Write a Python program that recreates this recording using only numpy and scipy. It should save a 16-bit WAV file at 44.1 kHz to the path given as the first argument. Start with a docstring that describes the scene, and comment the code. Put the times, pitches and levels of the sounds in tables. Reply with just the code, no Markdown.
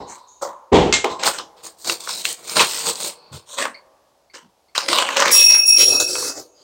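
"""Rummaging in a cardboard box

A gloved hand moves packing paper and a plastic bag close to the microphone, in a workshop.
Crackle is many tiny random pops, swelling with each stroke of the hand; large creases add pitched snaps.
A thin metal part, perhaps a washer, drops and rings in pairs of close tones as the bag is pressed again.
Box bumps and a knocked tool are decaying tones and noise; scrapes, faint tones, ticks and pats are shaped noise.
A faint long reverberation and quiet, coloured noise for the air lie behind."""
import sys
import numpy as np
from scipy import signal
from scipy.fft import rfft, irfft
from scipy.io import wavfile
from scipy.ndimage import uniform_filter1d, minimum_filter1d

SR = 44100
rng = np.random.default_rng(int(sys.argv[2]) if len(sys.argv) > 2 else 0)


def dump(signal):
    """Clip the signal to [-1, 1] and save it as 16-bit WAV at the path in sys.argv[1]."""
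    limited = np.clip(np.atleast_2d(signal).T, -1, 1)
    pcm = np.round(limited * 32767).astype(np.int16)
    wavfile.write(sys.argv[1], SR, pcm)


N = 292383
T = np.arange(N) / SR  # time in seconds


# Tone colour of stiff paper: pitch_hz, level_db
PAPER_COLOUR = [(47, -64), (80, -13), (190, -12), (309, -6), (482, -4), (550, 4), (687, -8.5), (896, -5),
                (1020, -2), (1700, -19.5), (4230, -21.5), (8600, -14), (10700, -43), (14300, -25.5),
                (16000, -39)]
# The hand moves the paper: start_s, rise_s, hold_s, crackle_db, body_over_crackle_db, fizz_over_crackle_db
PAPER_STROKES = [(0.061, 0.043, 0.031, -52, 4.5, 12), (0.411, 0.015, 0.0049, -40.5, 17, 8.5),
                 (1.222, 0.011, 0.048, -27.5, -5, -6), (1.322, 0.018, 0.012, -36, -5.5, 2),
                 (3.453, 0.079, 0.017, -42, -3.5, 4.5), (3.565, 0.02, 0.039, -26, -2.5, -3),
                 (4.333, 0.011, 0.012, -40.5, -4.5, -5), (4.748, 0.0039, 0.05, -27, -17, -7),
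                 (4.803, 0.023, 0.059, -35.5, -1.5, -10), (4.882, 0.0022, 0.046, -23.5, -3, -5),
                 (4.921, 0.0035, 0.091, -21, -4.5, -7.5), (5.028, 0.024, 0.17, -28, -5.5, -11.5),
                 (5.154, 0.016, 0.12, -21, -1, -9), (5.287, 0.022, 0.11, -23.5, -13, -4.5),
                 (5.471, 0.037, 0.04, -26, -9, -4.5), (5.645, 0.026, 0.078, -52, 5, 18)]
# Time for the relaxing paper to fall 60 dB: body_s, crackle_s, fizz_s
PAPER_RELAX_S = [0.34, .24, .21]


def paper():
    """Stiff paper: sparse, strong pops over the hollow sound of the wad."""
    grain = crinkle(PAPER_COLOUR, rate=600, spread_db=0.5, t60=0.0045, echo_db=-14.5)
    grain = folds(grain, depth_db=6.0, q=6.9, rate=12)
    return rustle(grain, PAPER_STROKES, PAPER_RELAX_S)


# Tone colour of the loose bag: pitch_hz, level_db
BAG_COLOUR = [(70, -4), (200, -7), (320, -5), (480, 1), (720, -6.5), (1050, -2.5), (1700, -14), (3300, -5),
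              (4400, 1), (5800, -1), (8700, 7), (10400, -15.5), (12500, -7), (15000, -7.5)]
# Tone colour of the bag pressed into the box: pitch_hz, level_db
PRESSED_COLOUR = [(55, 15), (180, -9.5), (370, 8.5), (520, 10.5), (760, -5.5), (1100, -3), (1800, -15.5),
                  (3400, -9.5), (4400, 1), (7000, 9), (9000, 3), (11000, -5), (13000, -3), (15000, -2.5)]
# The hand moves the loose bag: start_s, rise_s, hold_s, crackle_db, body_over_crackle_db, fizz_over_crackle_db
BAG_STROKES = [(1.235, 0.035, 0.0048, -22.5, -4.5, 3.5), (1.56, 0.013, 0.035, -55, 1.5, -6.5),
               (1.624, 0.026, 0.013, -42, 0.5, 7.5), (1.761, 0.052, 0.044, -55.5, -3, 11.5),
               (1.833, 0.049, 0.041, -29.5, -2, 4), (1.981, 0.023, 0.06, -43, -3, 5),
               (2.066, 0.024, 0.033, -30.5, -11.5, 0), (2.114, 0.024, 0.074, -35.5, -9, 2.5),
               (2.236, 0.014, 0.061, -32, -9, 4), (2.358, 0.034, 0.056, -53.5, 4.5, 5),
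               (2.419, 0.091, 0.082, -34.5, -3.5, 3.5), (2.549, 0.02, .042, -18.5, -1, -3),
               (2.616, 0.028, 0.17, -31.5, -10.5, 3.5), (2.813, 0.066, 0.017, -25.5, -1, 4.5),
               (2.927, 0.1, 0.053, -32, -3.5, 4.5), (3.145, 0.046, 0.15, -65.5, 8, -21),
               (3.314, 0.022, 0.032, -43, 0, -0.5)]
# The hand presses the bag: start_s, rise_s, hold_s, crackle_db, body_over_crackle_db, fizz_over_crackle_db
PRESS_STROKES = [(5.755, 0.056, 0.016, -19.5, -7.5, 1), (5.835, 0.044, 0.084, -32, 4, 6),
                 (5.991, .012, 0.012, -24, 0, 5), (6.052, 0.046, 0.2, -34, 1, 7),
                 (6.334, 0.038, 0.021, -42, 6.5, 6), (6.529, 0.12, 0.029, -56.5, 1, -10.5)]
# Time for the relaxing bag to fall 60 dB: body_s, crackle_s, fizz_s
BAG_RELAX_S = [0.2, 0.19, 0.18]


def bag():
    """Thin plastic: a finer crinkle, boxier when it is pressed against the cardboard."""
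    loose = crinkle(BAG_COLOUR, rate=800, spread_db=2.0, t60=0.0079, echo_db=-11)
    loose = folds(loose, depth_db=4.0, q=14, rate=10)
    pressed = crinkle(PRESSED_COLOUR, rate=1200, spread_db=4.0, t60=0.0018, echo_db=-11)
    pressed = folds(pressed, depth_db=6.0, q=8.0, rate=12)
    return rustle(loose, BAG_STROKES, BAG_RELAX_S) + rustle(pressed, PRESS_STROKES, BAG_RELAX_S)


# Creases that buckle with a snap, levels before mixing; the first row gives the sharp edge of a knock on the
# box: start_s, level_db, pitch_hz, hollow_knock_db
SNAPS = [(1.043, -2.5, 2150, -10.5), (1.114, -20.5, 3880, -25.5), (1.234, -1, 4040, -10.5),
         (1.259, -4.5, 4150, -11), (1.275, 0.5, 4270, -5.5), (1.28, -10, 4350, -13),
         (1.385, -8.5, 4300, -21), (1.395, -18.5, 2700, -16.5), (1.845, -13, 4700, -28),
         (1.896, 2.5, 2780, -13.5), (2.073, -19, 4400, -16), (2.091, -18, 4470, -19), (2.252, 2, 2685, -30),
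         (2.326, -10, 9220, -47), (2.495, -9, 5020, -41), (2.782, -18, 4530, -23), (2.567, 1, 4360, -7),
         (2.593, 24.5, 2600, 9.5), (2.605, -26, 2540, -11.5), (2.887, -7, 3590, -19),
         (2.955, -11.5, 4700, -44), (3.584, -16, 2180, -20), (3.624, -4.5, 1880, -13.5),
         (3.653, -5, 1710, -8.5), (4.751, -13.5, 2004, -19), (4.761, -12, 2920, -22.5),
         (4.778, 4, 3900, -8), (4.885, -4, 2080, -14), (4.929, 1.5, 3560, -6), (4.984, 6.5, 3000, -4.5),
         (5.022, -3.5, 2900, -8), (5.088, -3.5, 1910, -9.5), (5.168, 2, 2850, -9.5), (5.2, 0, 5980, -6.5),
         (5.209, -2, 2590, -12), (5.221, -0.5, 3000, -1.5), (5.256, 2, 2050, -15.5),
         (5.28, -0.5, 3740, -22), (5.999, -2, 6470, -30), (6.153, -11.5, 2620, -16.5),
         (6.225, -26, 5600, -20)]
# The hollow of the paper wad: pitch_hz, level_db
WAD_COLOUR = [(100, -27), (280, -14), (520, -7.5), (750, -11.5), (1040, -2), (1350, -6), (2000, -14.5),
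              (6000, -32.5)]


def snaps():
    """A large crease gives way: a pitched tick, a crack, reflections, and a hollow knock from the wad."""
    out, t = np.zeros(N), T[:SR // 4]
    crack_colour = [(400, -10.0), (1700, -0.5), (8500, 5.5), (10500, -6), (15000, -1.5)]  # Hz, dB
    for start, db, hz, hollow_db in SNAPS:
        tick = np.sin(2 * np.pi * hz * t) * fade(t, 0.016) * np.minimum(t / 0.00038, 1)
        crack = pop(hz, 0.012, q=2.0, echo_db=-17, echo_t60=0.16)
        crack = burst(colour(crack, crack_colour), 0.0011)
        knock = pop(1000, 0.0084, q=1, echo_db=-11.5, echo_t60=0.15)
        knock = burst(colour(knock, WAD_COLOUR), 0.0038)
        snap = undb(db) * (undb(-10.0) * tick + undb(-11.0) * crack)
        add(out, start + 0.0011, snap + undb(hollow_db - 7.0) * knock)
    return out


# The washer is jostled in the paper, drops and spins, then tips over and spins again:
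# start_s, length_s, ring_db, rim_chatter_db
SPINS = [(4.84, 0.41, -31.5, -54), (5.307, 0.34, 2, -11), (5.653, 0.647, -.5, -25.5)]
# Its tones in close pairs, one list for each row of WASHER_RING: pitch_hz, level_db
WASHER_MODES = [
    [(2586, -3), (2597, -5)],
    [(5560, -3), (5604, 0.5)],
    [(10131, -11), (10228, -2.5)],
    [(15552, -9), (15692, -11)],
]
# How each pair answers a spin: level_db, rise_s, hold_s, time_to_fall_60_db_s, db_gained_per_db_of_force
WASHER_RING = [(-18, 0.083, 0.074, 1.3, 1.46), (-10.5, 0.033, 0.18, 0.91, 1.5),
               (-15, 0.016, 0.078, 1.28, 1), (-18.5, .012, .06, 0.84, 2.5)]
# Tone colour of the rim contacts: pitch_hz, level_db
CHATTER_COLOUR = [(2500, -39.5), (5000, -7), (7000, -2.5), (9800, -6.5), (12500, -9.5), (15700, -9.5)]
CHATTER_T60_S, STOP_T60_S = 0.59, 0.33  # the rim quietens; the ring is damped when a spin ends


def washer():
    """Each spin rings and dies; mode pairs beat and waver at random, rim contacts add a buzz at their pitches."""
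    rim = crinkle(CHATTER_COLOUR, rate=1700, spread_db=4.5, t60=0.0018, echo_db=-14.5)
    rim = steady(rim, 0.075)
    out, swings = 0, 0
    for start, length, ring_db, chatter_db in SPINS:
        free = fade(np.maximum(T - start - length, 0), STOP_T60_S)
        out = out + undb(chatter_db) * swell(start, 0.015, 0.011, CHATTER_T60_S) * free * rim
        answers = [undb(ring_db * slope + db) * swell(start, rise, hold, t60)
                   for db, rise, hold, t60, slope in WASHER_RING]
        swings = swings + free * np.array(answers)
    for swing, modes in zip(swings, WASHER_MODES):
        for hz, db in modes:
            # phase and level waver at random
            phase_waver = 1.15 * walk(24) + .15 * hz / 5600 * walk(130)
            ring = undb(1.7 * walk(28)) * np.sin(2 * np.pi * hz * T + phase_waver)
            # the buzz of the short contacts is strongest in the high modes
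            filtered_rim = resonate(resonate(rim, hz, hz / 110), hz, hz / 110)
            buzz = unit(filtered_rim) * undb(-12) * hz / 5600
            out = out + undb(db) * swing * (ring + buzz)
    return out


# Bumps on the box, before the overall fade: start_s, level_db, rise_s, time_to_fall_60_db_s, bass_db, treble_db
BUMPS = [(0.0, -38, 0.0035, 0.38, 1, -4), (0.714, -5.5, 0.018, 1, 1.5, 9.5),
         (1.041, -14.5, .001, 0.28, -28.5, 9)]
# Tones of the box and its load: pitch_hz, level_db
BOX_MODES = [(52, -7.5), (64, -3), (88, -1.5), (140, -2.5), (188, -3), (240, -3), (311, -9), (328, -4.5),
             (362, 1.5), (398, -0.5), (419, 6), (473, 1), (496, 1.5), (789, -2.5), (854, -20)]
# Tone colour of rattling or scraped cardboard: pitch_hz, level_db
THUMP_COLOUR = [(40, -9.5), (70, -13.5), (139, -7.5), (260, -5.5), (400, 0.5), (560, -5), (880, -2.5),
                (1150, -14), (1600, -24), (2300, -24.5), (3400, -22.5), (4900, -34), (7500, -36),
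                (11000, -65)]


def box():
    """Each bump shakes the loaded box: low modes boom, the cardboard and its contents rattle."""
    out, t = np.zeros(N), T[:SR]
    for start, db, rise, t60, bass_db, treble_db in BUMPS:
        boom = sum(undb(d) * np.sin(2 * np.pi * (hz * t + rng.random())) for hz, d in BOX_MODES)
        rattle = colour(rng.standard_normal(SR), THUMP_COLOUR)
        bass, middle, treble = split(undb(-5.0) * unit(boom) + undb(-2.0) * unit(rattle), 300, 2200)
        # the treble rises more slowly and dies sooner than the body
        treble = undb(treble_db - 3.0) * treble * np.minimum(t / (2.1 * rise), 1) * fade(t, 4.8)
        ring = undb(bass_db) * bass + middle + treble
        envelope = np.minimum(t / rise, 1) ** 2 * fade(t, t60) * fade(t ** 2, 0.36)
        add(out, start, undb(db) * ring * envelope)
    return out


# A hard tool is knocked and rebounds: start_s, level_db, time_to_fall_60_db_s
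CLACKS = [(0.9257, -8, 0.047), (0.937, -11.5, 0.24)]
# Tone colour of the knocks: pitch_hz, level_db
CLACK_COLOUR = [(300, -14), (1500, -3.5), (2400, 0.5), (3400, 1.5), (4500, -2), (5500, -4), (7600, 2),
                (9200, -24.5), (15000, -48)]
# The ring of the tool: pitch_hz, level_db, time_to_fall_60_db_s
TOOL_MODES = [(2128, -14, .3), (2665, -22, .2), (4129, -22, .2), (4576, -15, .08), (6977, -25, .18),
              (7467, -31, .2)]


def tool():
    """Two hard contacts give fading noise; a brief metallic ring of several tones starts with the first."""
    out, t = np.zeros(N), T[:SR]
    for start, db, t60 in CLACKS:
        clack = unit(colour(rng.standard_normal(SR), CLACK_COLOUR))
        add(out, start, undb(db) * clack * fade(t, t60))
    ring = sum(undb(db) * np.sin(2 * np.pi * hz * t) * fade(t, t60) for hz, db, t60 in TOOL_MODES)
    add(out, CLACKS[0][0], ring)
    return out


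# Glove or sheet scrapes the cardboard:
# start_s, rise_s, hold_s, crackle_db, body_over_crackle_db, fizz_over_crackle_db
SCRAPE_STROKES = [(0.0, .005, .02, -57.5, 23, 4), (0.038, .03, .06, -62.5, 18.5, -9.5),
                  (1.078, .025, .03, -44, 11.5, 4.5), (1.187, .01, .03, -38, 4, 0.5),
                  (1.222, .05, .006, -30, 5.5, -8.5), (1.372, .01, .025, -39.5, 0, 1)]
# Time for a scrape to fall 60 dB: body_s, crackle_s, fizz_s
SCRAPE_RELAX_S = [0.21, 0.073, 0.22]


def scrapes():
    """Fine friction on the cardboard, coloured by the hollow box."""
    grain = colour(rng.standard_normal(N), THUMP_COLOUR)
    grain = folds(grain, depth_db=5.5, q=16, rate=9)
    return rustle(grain, SCRAPE_STROKES, SCRAPE_RELAX_S)


# Faint narrow tones, hollow near 1 kHz or higher: start_s, hold_s, pitch_hz, sharpness_q, level_db
FAINT_TONES = [(0.0, 0.12, 980, 5, -43), (0.421, .05, 987, 3.9, -38.5), (1.042, .06, 1034, 6, -31),
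               (0.0, .11, 4170, 5.4, -53.5), (0.22, 0.069, 3730, 18, -65), (0.266, .02, 6620, 9, -50.5),
               (3.132, 0.11, 4420, 9.4, -55), (6.412, 0.19, 6600, 9.2, -62), (6.541, 0.077, 4830, 13, -58)]
FAINT_RISE_S, FAINT_T60_S = 0.022, 0.82


def faint_tones():
    """Narrow noise: hollow near 1 kHz like the room or box resonating, or higher like sliding friction."""
    return sum(undb(db) * swell(start, FAINT_RISE_S, hold, FAINT_T60_S) * hum(hz, q)
               for start, hold, hz, q, db in FAINT_TONES)


# Light ticks as the load shifts: start_s, level_db
TICKS = [(3.741, -39), (4.296, -55), (4.68, -62)]
# Their damped resonances: pitch_hz, sharpness_q, level_db
TICK_TONES = [(2176, 7.6, -1.4), (4470, 15.5, -0.74)]
TICK_T60_S = .17


def ticks():
    """Light contacts inside the packing ring briefly, blurred by the wrapping."""
    ring = sum(undb(db) * hum(hz, q) for hz, q, db in TICK_TONES)
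    return ring * sum(undb(db) * swell(start, 0.0047, 0, TICK_T60_S) for start, db in TICKS)


# The glove lands softly on the packing: start_s, pitch_hz, level_db, time_to_fall_60_db_s
PATS = [(3.311, 117, -38, 0.1), (4.421, 190.8, -55.5, 0.099)]


def pats():
    """A soft glove on a loose load: one dull, low resonance."""
    return sum(undb(db) * swell(start, 0.0089, 0.045, t60) * hum(hz, 1.7) for start, hz, db, t60 in PATS)


# Tone colour of the reverberation: pitch_hz, level_db
ROOM_COLOUR = [(80, -15), (350, -5), (650, -1.5), (950, -5), (1300, -12.5), (2200, -21.5), (8000, -41)]
# Tone colour of the still air: pitch_hz, level_db
AIR_COLOUR = [(40, 1), (200, -6.5), (750, 3.5), (1800, -13.5), (5000, -11), (11000, -19), (14000, -22)]
AIR_DB = -63  # middle level; it wavers a little


def workshop(x):
    """A faint, long, mid-pitched reverberation, made with fading noise, over still air."""
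    t = T[:2 * SR]
    tail = colour(rng.standard_normal(len(t)), ROOM_COLOUR) * fade(t, 1.8) * np.minimum(t / 0.024, 1)
    wet = signal.fftconvolve(x, tail / np.abs(rfft(tail)).max())[:N]
    air = unit(colour(rng.standard_normal(N), AIR_COLOUR)) * undb(AIR_DB + 1.5 * walk(4.2))
    return undb(-10.5) * wet + air


def crinkle(points, rate, spread_db, t60, echo_db, count=10):
    """Facets of many sizes pop in little avalanches; a few pops are stronger than the rest."""
    out, avalanche = 0, undb(4.0 * walk(70))
    for hz in np.geomspace(500, 14000, count):
        size = undb(spread_db * np.minimum(rng.exponential(size=N), 4.0))
        happens = rng.random(N) < rate * avalanche / count / SR
        flips = happens * size * rng.choice([-1, 1], N)
        facet = pop(SR / 5, t60, 0.28, echo_db, echo_t60=0.2)
        facet = facet + 2 * resonate(facet, hz, 1.8) * max(SR / 5 / hz, 1)
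        out = out + signal.fftconvolve(flips, facet)[:N]
    # even out the spectrum, then give it the colour of the material
    hz, power = signal.welch(out, SR, nperseg=512)
    flat = colour(out, np.c_[hz[1:-1], -10 * np.log10(power[1:-1])])
    return colour(flat, points)


def pop(hz, t60, q, echo_db, echo_t60):
    """A facet flips: a short crack in its own resonance, then reflections from the box and bench."""
    t = T[:SR // 4]
    envelope = fade(t, t60) + undb(echo_db) * fade(t, echo_t60)
    return resonate(rng.standard_normal(len(t)) * envelope, hz, q)


def folds(x, depth_db, q, rate, count=26):
    """As the folds open and close, narrow resonances come and go."""
    bands = np.geomspace(280, 9000, count) * (1 + .03 * rng.standard_normal(count))
    return x + sum(resonate(x, hz, q) * (undb(depth_db * walk(rate)) - 1) for hz in bands)


def rustle(grain, strokes, relax_s):
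    """Each stroke of the hand stirs body, crackle and fizz; each band then relaxes at its own pace."""
    power = np.zeros((3, N))
    for start, rise, hold, db, body_db, fizz_db in strokes:
        for band, over_db in enumerate([body_db, 0, fizz_db]):
            power[band] += (undb(db + over_db) * swell(start, rise, hold, relax_s[band])) ** 2
    bands = steady(split(grain, 1594, 4600), 0.031)
    return np.sum(np.sqrt(power) * bands, axis=0)


SWELL_POWER = 1.4  # a stroke gathers force as this power of time


def swell(start, rise, hold, t60):
    """Attack, hold and release of a movement."""
    attack = np.clip((T - start) / rise, 0, 1) ** SWELL_POWER
    return attack * fade(np.maximum(T - start - rise - hold, 0), t60)


def hum(hz, q):
    """Noise in one steep resonance, held near rms 1."""
    return steady(resonate(resonate(rng.standard_normal(N), hz, q), hz, q), .05)


def undb(db):
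    """Decibels to gain."""
    return 10 ** (np.asarray(db) / 20)


def unit(x):
    """Scale to rms 1."""
    return x / np.sqrt(np.mean(x ** 2))


def burst(x, length_s):
    """Give a short sound the energy of length_s at rms 1."""
    return x / np.sqrt(np.sum(x ** 2) / (length_s * SR))


def fade(t, t60):
    """Exponential decay, down 60 dB after t60."""
    return np.exp(-np.log(1000) * t / t60)


def colour(x, points):
    """Filter by a (Hz, dB) spectrum; causal, so that clicks keep their attack."""
    size = 2048
    hz, db = np.transpose(points)
    grid = np.maximum(np.arange(size + 1) * SR / (2 * size), 1)
    below = np.minimum(grid / hz[0], 1) ** 2  # roll off below the first point
    gain = below * undb(np.interp(np.log(grid), np.log(hz), db))
    # folding the cepstrum gives the filter its earliest possible response
    cepstrum = irfft(np.log(gain))
    cepstrum[1:size] *= 2
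    cepstrum[size + 1:] = 0
    response = irfft(np.exp(rfft(cepstrum)))[:size]
    return signal.fftconvolve(x, response)[:len(x)]


def split(x, low_hz, high_hz):
    """Bass, middle and treble parts of a sound."""
    edges = [(low_hz, "low"), ([low_hz, high_hz], "band"), (high_hz, "high")]
    return np.array([signal.sosfilt(signal.butter(4, hz, kind, fs=SR, output="sos"), x)
                     for hz, kind in edges])


def resonate(x, hz, q):
    """One resonance, narrower for a larger q."""
    return signal.lfilter(*signal.iirpeak(min(hz, .45 * SR), max(q, .8), fs=SR), x)


def steady(x, span_s):
    """Take out the slow swell and leave the fine grain."""
    power = np.abs(uniform_filter1d(x ** 2, int(span_s * SR), axis=-1))
    return x / np.sqrt(power + 1e-14)


def walk(rate):
    """Smooth chance with a spread near 1, drawn anew rate times a second."""
    k = int(SR / rate)
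    steps = np.repeat(rng.standard_normal(N // k + 1), k)
    return unit(uniform_filter1d(uniform_filter1d(steps, k), k)[:N])


def add(out, start, x):
    """Mix a sound in at its start time in seconds."""
    i = max(int(start * SR), 0)
    out[i:i + len(x)] += x[:N - i]


def scene():
    """All the sources and the workshop behind them, in one channel."""
    near = paper() + bag() + snaps() + faint_tones() + ticks() + pats() + tool() + washer() + scrapes()
    bumps = box()
    return (near + bumps + workshop(near + undb(-9.0) * bumps))[None]


TOP_HZ = 16000


def record(dry):
    """The microphone loses the deep bass, a limiter holds the highest peaks, and the top is cut."""
    x = signal.sosfilt(signal.butter(4, 42, "high", fs=SR, output="sos"), dry)
    headroom = .98 / np.maximum(np.abs(x), .98)
    x = x * uniform_filter1d(minimum_filter1d(headroom, size=161), size=161)
    return signal.sosfilt(signal.ellip(10, .2, 90, TOP_HZ, fs=SR, output="sos"), x)


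dry = scene()
out = record(dry)
dump(out)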